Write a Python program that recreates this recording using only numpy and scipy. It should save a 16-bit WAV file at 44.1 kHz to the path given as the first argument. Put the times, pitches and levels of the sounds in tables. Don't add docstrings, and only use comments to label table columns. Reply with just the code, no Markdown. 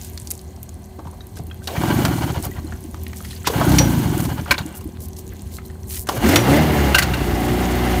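import sys
import numpy as np
from scipy import signal
from scipy.fft import rfft, irfft
from scipy.io import wavfile
from scipy.ndimage import uniform_filter1d

SR = 44100
rng = np.random.default_rng(int(sys.argv[2]) if len(sys.argv) > 2 else 0)


def persist_wave(psi):
    counts = np.round(np.clip(psi, -1, 1) * 32767).astype(np.int16)
    wavfile.write(sys.argv[1], SR, np.atleast_2d(counts).T)


def voltage_ratio(decibels):
    exponent = np.asarray(decibels, float) / 20
    return 10 ** exponent


N = 352800


def unit(x):
    return x / np.sqrt(np.mean(x ** 2) + 1e-20)


def noise(n=N):
    return rng.standard_normal(n)


def filtered(x, order, hz, kind="low"):
    return signal.sosfilt(signal.butter(order, hz, kind, fs=SR, output="sos"), x)


def smooth(x, length_s):
    return uniform_filter1d(x, int(length_s * SR))


def swell(x, length_s):
    bump = signal.windows.hann(int(length_s * SR))
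    return signal.fftconvolve(x, bump / bump.sum())[:N]


def curve(rows, column, outside=-120):
    rows = np.array(rows)
    return np.interp(np.arange(N) / SR, rows[:, 0], rows[:, column], outside, outside)


def drift(rate_hz):
    sos = signal.butter(2, rate_hz, fs=SR / 20, output="sos")
    slow = signal.sosfilt(sos, noise(N // 20 + 3001))[3000:]
    return np.interp(np.arange(N) / 20, np.arange(len(slow)), unit(slow))


def clicks(times, sizes):
    out = np.full(N, 1e-18)
    np.add.at(out, np.clip((np.asarray(times) * SR).astype(int), 0, N - 1), sizes)
    return out


def ring(x, hz, t60_s):
    r, w = voltage_ratio(-60 / (t60_s * SR)), 2 * np.pi * hz / SR
    return signal.lfilter([0, np.sin(w)], [1, -2 * r * np.cos(w), r * r], x)


def body(x, modes):
    def through(v):
        return sum(voltage_ratio(db) * ring(v, hz, np.log(1000) / np.pi / width) for hz, width, db in modes)
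    return through(x) / np.sqrt(np.sum(through(clicks([0], 0.84)[:8192]) ** 2))


def coloured(spectrum, patchy_db):
    log_hz = np.log(np.maximum(np.arange(N // 2 + 1) * SR / N, 1))
    at, level_db = np.log(np.array(spectrum)[:, 0]), np.array(spectrum)[:, 1]
    shaped = rfft(noise()) * voltage_ratio(np.interp(log_hz, at, level_db, -90, -90))
    octave = np.log(2)
    out = 0
    for centre in np.arange(at[0], at[-1] + octave, octave):
        share = np.clip(1 - abs(log_hz - centre) / octave, 0, 1)
        out = out + irfft(shaped * share, N) * voltage_ratio(patchy_db * drift(28.6))
    return unit(out)


# t/s, turns so far
FAILED_PULL_1 = [(1.785, 0), (1.886, 2), (1.968, 4), (2.048, 6), (2.138, 8), (2.245, 10), (2.38, 12),
                 (2.47, 13), (2.59, 14)]
FAILED_PULL_2 = [(3.564, 0), (3.609, 1), (3.648, 2), (3.683, 3), (3.744, 5), (3.806, 7), (3.872, 9),
                 (3.943, 11), (4.02, 13), (4.106, 15), (4.204, 17), (4.322, 19), (4.398, 20), (4.508, 21),
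                 (4.61, 22)]
# t/s, speed/turns per s
RUN = [(6.18, 23.1), (6.27, 38.6), (6.39, 54.7), (6.49, 68.1), (6.606, 78.2), (6.67, 77.7), (6.87, 68.7),
       (7.132, 60.5), (7.338, 58.2), (7.602, 61.1), (7.838, 61.0), (8.0, 60.2)]


def turn_times():
    coasting = []
    for pull in (FAILED_PULL_1, FAILED_PULL_2):
        s, turns = np.transpose(pull)
        fit, every = np.polyfit(turns, s, deg=7), np.arange(turns[-1] + 1)
        misfit = np.interp(every, turns, s - np.polyval(fit, turns))
        coasting += list(np.polyval(fit, every) + misfit)
    angle = np.cumsum(curve(RUN, 1, outside=0)) / SR
    firing = np.flatnonzero(np.diff(np.floor(angle), prepend=0)) / SR
    times = np.concatenate([coasting, [RUN[0][0]], firing])
    return times, np.arange(len(times)) >= len(coasting), angle


# t/s, level/dB
BURN = [(6.18, 3), (6.25, 9.5), (6.32, 9.5), (6.37, 7.5), (6.43, 3), (6.49, 4), (6.54, 5), (6.6, 2),
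        (6.65, 1), (6.89, 2.5), (7.02, 0.5), (7.46, 1.5), (8.0, 2.5)]
# level/dB at 25 turns per s, slope/dB per dB of speed
COASTING = [
    (-18, 1.68),
    (-16.5, 1.06),
    (-30.5, 1.34),
    (-27.5, 1.5),
]
# level/dB at 60 turns per s, slope/dB per dB of speed, slope/dB per dB of burn
FIRING = [
    (-21.5, 1.5, 1),
    (-23.5, 2, 0.57),
    (-23.5, 1.97, 1.69),
    (-33, 1.3, 1.65),
]
# t/s, extra rattle/dB
DRAG = [(1.68, 5), (1.74, -3.5), (1.85, 2.5), (2.08, -2), (2.3, 2.5), (2.6, -5), (3.48, 3), (3.56, 2),
        (3.7, -1), (3.83, -1.5), (3.9, -6), (4.08, -5), (4.2, -2), (4.6, 2)]


def levels(times):
    bite_turns_per_s, rest_turns_per_s, settle_s = 14.4, 3.4, 0.2
    t, speed = np.arange(N) / SR, np.full(N, 1e-3)
    pulls = np.split(times, np.flatnonzero(np.diff(times) > .5) + 1)
    for (bite, _), turns in zip(BITES, pulls):
        s = [bite, *turns, turns[-1] + settle_s]
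        turns_per_s = [bite_turns_per_s, *(1 / np.gradient(turns)), rest_turns_per_s]
        speed += np.interp(t, s, turns_per_s, 0, 0)
    burn_db, drag_db = curve(BURN, 1, outside=0), curve(DRAG, 1, outside=0)
    coasting = [db + slope * 20 * np.log10(speed / 25) for db, slope in COASTING]
    firing = [db + slope * 20 * np.log10(speed / 60) + share * burn_db for db, slope, share in FIRING]
    thump_db, puff_db, rattle_db, fan_db = np.where(t < RUN[0][0], coasting, firing)
    return thump_db, puff_db, rattle_db + drag_db, fan_db + 0.26 * drag_db


# f/Hz, width/Hz, level/dB
MUFFLER = [
    (80, 20, -5),
    (120, 38, 3),
    (201.5, 25, -4.5),
    (252.4, 66, -3),
]


def exhaust(times, fired, period, stroke_db, uneven_db, thump_db):
    at = (times * SR).astype(int).clip(0, N - 1)
    state_db = np.where(fired, -8, -1.5 - 4.4 * (period > .14))
    level_db = thump_db[at] + state_db + stroke_db + uneven_db * noise(len(times))
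    thump = swell(clicks(times - .009, np.sqrt(period * SR) * voltage_ratio(level_db)), 0.0033)
    out = np.zeros(N)
    for k, (hz, width, db) in enumerate(MUFFLER):
        late = int(.007 * max(k - 1, 0) * SR)
        out += voltage_ratio(db - 2.5) * np.pad(body(thump, [(hz, width, 0)]), (late, 0))[:N]
    return filtered(out, 2, 58, "high")


# f/Hz, width/Hz, level/dB
AIR_BOX = [(297, 22, -1), (316, 18, -9), (352, 26, 4)]
# f/Hz, width/Hz, level/dB
CHOKED_BOX = [(281, 52, -11.5), (318.4, 48, 2.5), (347, 54, -5)]


def intake(times, fired, period, stroke_db, uneven_db, puff_db):
    at = (times * SR).astype(int).clip(0, N - 1)
    coast_lag = np.maximum(.016, 0.1634 * period) + .0012 * noise(len(times))
    lag = np.where(fired, 0.451 * period, coast_lag)
    state_db = np.where(fired, -5, -1.5 - 16.0 * (period > .14))
    level_db = puff_db[at] + state_db - stroke_db + uneven_db * noise(len(times))
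    puff = clicks(times + lag, np.sqrt(period * SR) * voltage_ratio(level_db))
    puff = swell(puff, 0.005) * (2.2 + 2.0 * noise())
    puff = body(puff, [(366, 46, 0)]) * 0.11
    running = np.arange(N) >= RUN[0][0] * SR
    return body(puff * running, AIR_BOX) + voltage_ratio(-0.3) * body(puff * ~running, CHOKED_BOX)


# f/Hz, width/Hz, level/dB
CASING = [(560, 79, 18.5), (750, 30, 13), (900, 600, -26), (1460, 1200, 29), (1620, 180, -27),
          (2050, 230, 21), (2780, 84, 11), (4200, 430, 15)]
# f/Hz, level/dB per Hz
CASING_WASH = [(330, 0), (450, -16), (757, -2), (971, -8.5), (2070, -13), (2520, -18.5), (2780, -15.5),
               (6000, -29.5), (7800, -85), (13200, -120)]
# f/Hz, width/Hz, level/dB
SHROUD = [(820, 300, 8), (880, 190, 13.5), (950, 97, 5), (1130, 290, 13.5), (1483, 245, 17),
          (1950, 250, 1.5), (2260, 100, 2), (2900, 150, 8.5), (3170, 50, -4), (4200, 350, 2)]


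def casing(times, fired, period, rattle_db):
    lead_s, spread_s = 0.022, 0.037
    jolt = np.where(fired, .9, np.minimum(.07 / period, 1)) * voltage_ratio(2.2 * noise(len(times)))
    decay = voltage_ratio(-60 / (.05 * SR))
    shake = signal.lfilter([1], [1, -decay], clicks(times - lead_s * ~fired, jolt))
    shake = 1 + 80 * smooth(smooth(shake, spread_s), .012)
    shake = shake / np.sqrt(smooth(shake ** 2, .12))
    tap_sizes = np.tile(np.sqrt(period * SR), 2) * voltage_ratio(2.0 * noise(2 * len(times)))
    taps = clicks(np.append(times, times + .37 * period), tap_sizes)
    loose = (rng.random(N) < 700 / SR) * noise() * 13.0
    knocking = unit(0.41 * taps + loose)
    metal = unit(body(knocking + 0.5 * noise(), CASING))
    metal = unit(metal + voltage_ratio(3.0) * coloured(CASING_WASH, patchy_db=1.0))
    starter = np.interp(np.arange(N) / SR, [6.17, 6.27], [1, 0])
    metal = metal + 2.6 * starter * unit(body(knocking + noise(), SHROUD))
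    return voltage_ratio(rattle_db + 2.5) * shake * unit(metal)


# t/s, peak/dB
POPS = [
    (6.994, -19),
    (7.039, -27.5),
    (7.1, 4.5),
    (7.167, -18),
    (7.214, 10),
    (7.283, 8),
    (7.333, 9),
    (7.388, -41),
    (7.744, 0),
]
# t/s, peak/dB
ROCK_BACK = [
    (2.644, -17),
    (2.845, -20.5),
    (4.654, -15.5),
    (4.855, -16.5),
]


def pops():
    hard = clicks([s for s, db in POPS], [-voltage_ratio(db - 10.5) for s, db in POPS])
    last = clicks([s for s, db in ROCK_BACK], [voltage_ratio(db + 2.0) for s, db in ROCK_BACK])
    return swell(ring(hard, 147, 0.012) + ring(hard, 377, 0.033) + ring(last, 315, 0.07), 0.0033)


def engine(times, fired, thump_db, puff_db, rattle_db):
    period = np.clip(np.diff(times, append=times[-1] + 0.051), 0, .15)
    uneven_db = np.where(fired, 3.0, 1.5)
    times = times + noise(len(times)) * np.where(fired, .0007, .0002)
    stroke_db = np.where(fired, 1.4 * (-1) ** np.arange(len(times)), 0)
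    turn = times, fired, period
    out = exhaust(*turn, stroke_db, uneven_db, thump_db) + intake(*turn, stroke_db, uneven_db, puff_db)
    return out + casing(*turn, rattle_db) + pops()


# f/Hz, width/Hz, level/dB
CHUFF = [(784, 130, 6), (950, 100, -1.5), (1130, 190, -2.5), (1560, 176, -3), (2000, 83, -9),
         (3220, 330, -12), (4200, 210, -1.5)]


def chuffs(times, fired, rattle_db):
    level_db, length_s, slope = -29.5, 0.032, .6
    turns = times[~fired]
    fall_db = rattle_db[(turns * SR).astype(int)] - COASTING[2][0]
    sizes = voltage_ratio(level_db + slope * fall_db + 1.2 * noise(len(turns)))
    breath = signal.windows.hann(int(length_s * SR))
    gate = signal.fftconvolve(clicks(turns - length_s * 0.48, sizes), breath)[:N]
    gate += voltage_ratio(level_db - 23.5) * uniform_filter1d((gate > 0) * 1., size=4096)
    return gate * unit(body(noise(), CHUFF))


# multiple, level/dB at 60 turns per s, slope/dB per dB of speed,
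# slope/dB per dB of burn, build-up/turns
MAIN_ORDERS = [(1, -30, 4.5, 3.5, 42), (2, -25, 4, 2.12, 1), (3, -32, 4.5, 1.78, 2.5),
               (4, -32.5, 2, 3.3, 18), (5, -34, 2, 0.85, 2.5), (6, -34, 0.4, 1.88, 2.3),
               (7, -38.5, -1.6, 1.6, 2.5), (8, -48, 5, 3.5, 1.6), (10, -41, -1.8, 1.16, 1.4),
               (12, -49, 2, 0, 3.1), (13, -41.5, -1.5, 0.05, 4.1)]
# multiple, level/dB re intake
SIDE_ORDERS = [(1.5, -7.5), (2.5, -20), (3.5, -13), (4.5, -15.5), (5.5, -17.5), (6.5, -17), (9, -33.5),
               (12.5, -22)]
# f/Hz, width/Hz, level/dB
DECK_PEAKS = [(143, 20, -4), (301, 3.8, 3), (357.5, 9.3, 6), (575, 28, 4), (749, 33, 11.5)]
# t/s, level/dB on upper multiples
STEADY = [
    (6.18, -2),
    (6.9, -3.5),
    (7.02, -16.5),
    (7.28, -3.5),
    (7.45, -1.5),
    (8.0, -3.5),
]
# t/s, factor
CATCH_WOBBLE = [(6.18, 3), (6.6, 2.5), (6.8, 1), (7.05, 2), (7.4, 1), (8.0, 1)]


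def orders(angle, intake_db):
    speed = curve(RUN, 1, outside=1)
    speed_db = 20 * np.log10(speed / 60)
    burn_db, wobble = curve(BURN, 1, outside=0), curve(CATCH_WOBBLE, 1, outside=0)
    steady_db = curve(STEADY, 1, outside=0)
    angle = angle + .006 * wobble * drift(25) * (angle > 0)
    rows = [(round(k), db + slope * speed_db + share * burn_db, turns)
            for k, db, slope, share, turns in MAIN_ORDERS]
    rows += [(round(2 * k) / 2, intake_db + db, 2.3) for k, db in SIDE_ORDERS]
    first, out = int(RUN[0][0] * SR), np.zeros(N)
    for k, db, turns in rows:
        deck_db = sum(top_db / (1 + ((k * speed[first:] - hz) / width) ** 2)
                      for hz, width, top_db in DECK_PEAKS)
        level_db = (db + (k > 1) * steady_db + wobble * 0.98 * drift(9.8))[first:] + deck_db
        build_up = np.clip(angle[first:] / turns, 0, 1) ** 2
        hum = np.sin(2 * np.pi * k * angle[first:] + k * k)
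        out[first:] += np.sqrt(2) * voltage_ratio(level_db) * build_up * hum
    return out


# multiple, level/dB re thump
COAST_ORDERS = [(2, -18), (3, -8), (4, -11), (5, -26), (6, -20), (9, -1.5)]


def coast_orders(times, thump_db):
    t = np.arange(N) / SR
    angle = np.interp(t, times, np.arange(len(times)))
    turning = (np.gradient(angle) * SR > 8) & (thump_db >= -60) & (t < RUN[0][0])
    hum = sum(voltage_ratio(thump_db + db - 6.0) * np.sin(2 * np.pi * round(k) * angle + k * k)
              for k, db in COAST_ORDERS)
    return uniform_filter1d(turning * 1., size=2048) * hum


# t/s, level/dB
BITES = [
    (1.678, -26.5),
    (3.478, -25.5),
    (6.091, -23),
]


def bites():
    out, t = np.zeros(N), np.arange(4096) / SR
    falling_hz = 420 + 1000 * np.exp(-t / 0.016)
    tone = np.sin(2 * np.pi * np.cumsum(falling_hz) / SR)
    for s, db in BITES:
        rough = unit(filtered(noise(4096), 2, 260))
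        out[int(s * SR):][:4096] += voltage_ratio(db - 60 * t / 1.2) * rough * tone
    return out


# t/s, peak/dB, extra/dB at 2.3 kHz, extra/dB at 2.8 kHz
CLANKS = [
    (4.509, -11, 3, -6),
    (4.581, -26, -3, -5),
    (6.946, -11, -8, 2),
    (6.983, -17, -2, 1),
    (7.023, -17, -6, -3),
    (7.136, -25, -6, 2),
]
# f/Hz, level/dB, t60/s
HOUSING = [(990, -20, 0.028), (1556, 9.5, 0.04), (1810, -3, 0.019), (2100, -25, 0.04), (2320, 10.5, 0.02),
           (2513, -1, 0.035), (2720, -4.5, 0.095), (2880, 9.5, 0.017), (3520, -4, 0.03),
           (3830, -0.5, 0.034), (4245, 10, 0.0087), (4800, -44, 0.033), (5600, -24, 0.034), (6880, -7, .04)]


def handle_clanks():
    s, db, low_db, high_db = np.transpose(CLANKS)
    contact_s, out = np.array([0, .003, .007, .012]), np.zeros(N)
    for hz, mode_db, t60_s in HOUSING:
        where_db = low_db * (2150 < hz < 2450) + high_db * (2600 < hz < 3100)
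        spread_db = 2.5 * noise((len(s), 4)) + 1.5 * noise((len(s), 1)) - [3, 0, 1, 7]
        sizes = voltage_ratio((db + where_db)[:, None] + mode_db - 9 + spread_db)
        chatter = s[:, None] + contact_s * rng.uniform(0.46, 1.3, (len(s), 4))
        out += ring(clicks(chatter.ravel(), sizes.ravel()), hz, t60_s)
    return out


# t/s, peak/dB, f/Hz of body
PAWLS = [
    (1.6725, -7.5, 4200),
    (2.05, -1, 1560),
    (3.471, 2.5, 815),
    (3.7179, -5.5, 850),
    (3.7841, 6.5, 3800),
    (6.0876, -0.5, 920),
    (6.358, 9, 2780),
]
# t/s, peak/dB, f/Hz of body
TAPS = [(1.05, -37, 880), (1.068, -30, 950), (0.989, -32.5, 840), (1.129, -39, 840), (1.393, -33, 700),
        (1.834, -16, 900), (2.57, -46, 2000), (2.7211, -29, 1650), (3.3064, -32, 3800), (3.36, -34, 4330),
        (3.443, -29, 1620), (3.6108, -14, 1130), (4.457, -29, 1290), (1.762, -24.5, 2170),
        (5.3195, -40, 1750), (5.583, -37, 1880)]
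# t/s, peak/dB, f/Hz of body
FLICKS = [
    (1.368, -26.5, 1540),
    (3.246, -22.5, 1950),
    (4.2477, -18, 900),
    (4.807, -30, 1050),
    (6.0686, -20, 1540),
    (6.287, -5, 1370),
    (6.983, 2, 2100),
]
# t/s, peak/dB, f/Hz of body
CLICKS = [(2.943, -30.5, 1160), (3.0658, -30.5, 2590), (3.1313, -29.5, 1820), (3.2042, -33, 1270),
          (5.698, -46, 1950)]
# body/dB, bright/dB, t60/s, attack/s, ring/cycles
TICK_KINDS = [
    (-22, -20, 0.053, 0.001, 2.8),
    (-8, -22, 0.064, 0.0026, 9.8),
    (-20, -10.5, 0.056, 0.0045, 8.6),
    (-18.5, -13, 0.037, 0.018, 7.3),
    (-8, -13, 0.014, 0.0015, 9.9),
]


def ticks():
    out, t = np.zeros(N + 8192), np.arange(8192) / SR
    cracks = [(s, db + 9, 1540) for s, db, *_ in CLANKS]
    for table, kind in zip((PAWLS, TAPS, FLICKS, cracks, CLICKS), TICK_KINDS):
        body_db, bright_db, t60_s, attack_s, cycles = kind
        envelope = voltage_ratio(-60 * t / max(t60_s, .005)) * np.minimum(t / attack_s, 1)
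        gains = voltage_ratio([body_db + 12.0, min(body_db, bright_db) + 10.0, bright_db + 6.5])
        for s, db, hz in table:
            burst = noise((3, 8192)) * envelope
            parts = (ring(burst[0], hz, cycles / hz),
                     filtered(burst[1], 2, [2500, 6500], "band"),
                     filtered(burst[2], 2, 6000, "high"))
            out[int(s * SR):][:8192] += voltage_ratio(db) * sum(g * p / abs(p).max() for g, p in zip(gains, parts))
    return out[:N]


# t/s, peak/dB
PAWL_RINGS = [
    (3.787, -20),
    (6.359, -25),
]


def pawl_rings():
    s, db = np.transpose(PAWL_RINGS)
    jolts = clicks(s, voltage_ratio(db - 2.0))
    return ring(jolts, 5822 - 2, .3) + ring(jolts, 5822 + 2, .3)


# t/s, peak/dB, f/Hz, t60/s
PINGS = [(3.066, -36, 1900, .012), (3.066, -35, 2900, .012), (3.067, -38, 4100, .015),
         (3.247, -40, 3250, .02), (3.33, -38, 4150, .02), (3.33, -36, 1800, .02), (3.362, -40, 4300, .02),
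         (2.67, -42, 4200, .03), (6.946, -11.5, 2800, .06), (6.984, -20, 4320, .03),
         (6.984, -14, 2000, 0.028), (7.137, -23, 2770, .05), (6.37, -26, 5800, .12),
         (1.207, -39, 3810, 0.038), (1.207, -45, 4350, .02), (1.207, -40, 1700, .02),
         (1.5, -42, 2800, .008), (1.512, -32, 1600, 0.033), (1.513, -34.5, 3220, 0.019),
         (1.516, -44, 2500, .02), (4.511, -32, 2300, .05), (6.95, -7, 1540, 0.083), (.575, -40, 900, .02),
         (1.62, -41, 1560, .04), (3.8, -30, 5700, .1), (4.632, -41, 2850, 0.052), (4.742, -41, 2840, 0.037),
         (4.81, -46, 2850, 0.033), (2.515, -41, 1950, .06), (2.57, -38, 1900, .03), (5.322, -40, 1700, .03),
         (5.585, -33, 1300, 0.014), (5.585, -40, 2050, .025), (5.568, -34, 4230, .02),
         (5.652, -42, 4200, .03), (5.701, -38, 1750, .02), (5.755, -44, 1560, .02),
         (5.84, -50, 1900, 0.014), (5.857, -51, 4100, .02), (1.675, -24, 3030, .03),
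         (1.675, -24, 3880, 0.017), (1.675, -27, 4460, 0.024), (3.786, -12, 5820, .03),
         (3.786, -24, 4080, .03), (3.786, -19, 6600, .025), (4.509, -22, 4200, 0.018),
         (4.581, -19.5, 3700, .02), (4.581, -23, 4240, .03)]


def pings():
    return sum(ring(clicks([s, s + 0.001516], voltage_ratio(db + 1.5)), hz, t60_s) for s, db, hz, t60_s in PINGS)


# t/s, peak/dB, f/Hz
KNOCKS = [(0.987, -18.5, 322), (1.127, -28, 368), (1.39, -22, 390), (1.06, -14.5, 141), (1.401, -10.5, 134),
          (1.837, -2.5, 343), (2.939, -20, 325), (3.499, -5, 460), (3.614, -3, 657), (3.809, -2, 540),
          (4.512, 1.5, 1026), (6.181, -3, 118)]


def deck_knocks():
    out = sum(ring(clicks([s], voltage_ratio(db - 8.5)), hz, 0.054) for s, db, hz in KNOCKS)
    return filtered(out, 2, 1300)


# t/s, length/s, level/dB, lower edge f/Hz
SWISHES = [(0, 0.093, -40, 3750), (0.127, 0.37, -52, 4000), (1.35, 0.049, -43, 2570),
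           (1.623, 0.053, -43.5, 3000), (2.418, 0.06, -33.5, 4000), (3.15, 0.052, -38, 4800),
           (3.227, 0.18, -44, 2880), (3.448, 0.048, -26, 1330), (4.161, 0.12, -33, 6900),
           (4.742, 0.053, -36, 6960), (4.883, 0.028, -57, 1000), (4.942, 0.04, -49.5, 900),
           (4.992, 0.085, -39.5, 6130), (5.158, 0.064, -40, 4000), (5.504, 0.09, -40.5, 4330),
           (5.642, 0.038, -44.5, 4000), (5.862, 0.19, -30, 7300), (5.882, 0.13, -38, 1640)]


def swishes():
    out = np.zeros(N)
    for s, length_s, db, hz in SWISHES:
        n = int(length_s * SR)
        grainy = noise(16384) * np.repeat(voltage_ratio(4.2 * noise(256)), 64)
        bright = filtered(grainy, 2, [hz, min(4 * hz, 17000)], "band")[:n]
        out[int(s * SR):][:n] += voltage_ratio(db) * unit(bright) * signal.windows.hann(n) ** 0.52
    return out


# t/s, peak/dB, centre f/Hz
SNAPS = [(0.134, -22, 8650), (0.176, -11.5, 4580), (0.199, -14, 9100), (0.2186, -16, 8150),
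         (0.2723, -11, 6100), (0.305, -5, 9300), (0.3105, -3.5, 8000), (0.352, -18, 8000),
         (0.392, -21.5, 4800), (0.2935, -36, 9100), (0.3147, -2.5, 11900), (0.337, -20, 8420),
         (0.378, -19, 8150), (0.415, -21, 8720), (0.6303, -12, 12400), (0.692, -16, 7400),
         (1.2694, -18, 12200), (1.4685, -17.5, 12800), (2.426, -7, 8760), (2.452, -2, 13000),
         (3.035, -13, 13900), (3.17, -17, 8000), (4.179, -8, 9100), (4.6624, -16, 9050),
         (4.8429, -20, 13300), (5.005, -21, 9200), (5.085, -15, 11500), (5.132, -23, 5900),
         (5.167, -18, 6040), (5.2776, -18, 8580), (5.36, -30, 4000), (5.3937, -23, 4730),
         (5.5687, -18, 7900), (5.907, -14, 13600), (5.909, -16, 5700), (.563, -24, 5600),
         (5.988, -15, 8870)]


def snaps():
    out, t = np.zeros(N + 1024), np.arange(1024) / SR
    envelope = voltage_ratio(-60 * t / 0.0055) + 0.45 * voltage_ratio(-60 * t / 0.028)
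    for s, db, hz in SNAPS:
        burst = filtered(noise(1024) * envelope, 1, [hz / 1.2, min(hz * 1.2, 19000)], "band")
        out[int(s * SR):][:1024] += voltage_ratio(db - 8.5) * burst / abs(burst).max()
    sizes = (rng.random(N) < 110 / SR) * voltage_ratio(5.0 * np.minimum(rng.exponential(1, N), 4))
    dealt = rng.integers(0, 8, N)
    faint = sum(ring(sizes * (dealt == k) + 1e-18, hz, 30 / hz)
                for k, hz in enumerate(np.geomspace(6000, 14500, 8)))
    return out[:N] + voltage_ratio(curve(RUSTLE, 1) - 7.5) * unit(faint)


# t/s, level/dB
RUSTLE = [(0.0, -41), (0.2, -45.5), (0.6, -51.5), (1.58, -50), (2.65, -45), (2.96, -45), (3.27, -41.5),
          (4.68, -45), (5.0, -51.5), (5.33, -46.5), (5.93, -51.5), (8.0, -40)]
# f/Hz, level/dB per Hz
RUSTLE_COLOUR = [(1470, -1.5), (2500, -1.5), (2830, -1), (3230, -0.5), (4990, -6), (5780, -5), (9810, -3.5),
                 (13600, -7), (16000, -1.5)]
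# f/Hz, width/Hz, level/dB
FAN_BANDS = [(6500, 750, -10.5), (13440, 870, -7)]


def rustle(fan_db):
    bands = sum(voltage_ratio(db + drift(3.3)) * unit(body(noise(), [(hz, width, 0)])) for hz, width, db in FAN_BANDS)
    level_db = np.maximum(curve(RUSTLE, 1), fan_db) - 6.5
    return voltage_ratio(level_db) * (coloured(RUSTLE_COLOUR, patchy_db=2.5) + bands)


def insects():
    return unit(ring(noise(), 8300, .004)) * voltage_ratio(-66 + 2.2 * drift(2.7))


# f/Hz, level/dB rms
IDLE_LINES = [(40, -54), (80.7, -39), (118, -46), (160, -49), (199.2, -47), (241, -51), (376.8, -49),
              (1050, -68)]
# f/Hz, level/dB per Hz
WOOD = [(15, -18), (25, -11), (55, 2), (86, 6.5), (150, -15), (211, -6), (265, -10.5), (374, -12.5),
        (439, -19), (745, -28), (1210, -40), (3380, -74), (6000, -91), (7800, -104), (13200, -120)]


def far_idle():
    t, lumps = np.arange(N) / SR, drift(11)
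    wander = t + .00015 * drift(3)
    lines = np.zeros(N)
    for hz, db in IDLE_LINES:
        level_db = db + 2.5 * lumps * (hz < 150) + 2.5 * drift(4)
        lines += np.sqrt(2) * voltage_ratio(level_db) * np.sin(2 * np.pi * hz * wander + hz)
    fan = unit(body(noise(), [(700, 140, 15), (1050, 13, -17)]))
    fan = voltage_ratio(np.interp(t, [1.6, 4.5], [-56, -66])) * fan
    wood = voltage_ratio(-33.5 - 2.5) * coloured(WOOD, patchy_db=4.5)
    return fan + voltage_ratio(np.interp(t, [.8, 2.5], [-2.5, 1.5])) * (lines + wood)


# delay t/s, level/dB
ECHOES = [(.007, -14), (.019, -19.5), (0.031, -14.5), (.081, -36)]


def scene():
    times, fired, angle = turn_times()
    thump_db, puff_db, rattle_db, fan_db = levels(times)
    near = engine(times, fired, thump_db, puff_db, rattle_db) + chuffs(times, fired, rattle_db)
    near += bites() + handle_clanks() + ticks() + pawl_rings() + pings() + deck_knocks() + snaps()
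    dull = filtered(near, 1, 4000)
    echoes = sum(voltage_ratio(db) * np.pad(dull, (int(s * SR), 0))[:N] for s, db in ECHOES)
    hum = orders(angle, puff_db) + coast_orders(times, thump_db)
    return (near + echoes + hum + swishes() + rustle(fan_db) + insects() + far_idle())[None]


def low_pass(x):
    return signal.sosfilt(signal.butter(12, 16810, fs=SR, output="sos"), x)


def record(dry):
    x = np.tanh(filtered(dry, 4, 48, "high"))
    x = signal.sosfilt(signal.cheby2(12, 35, 15900, fs=SR, output="sos"), x)
    return low_pass(x)


dry = scene()
out = record(dry)
persist_wave(out)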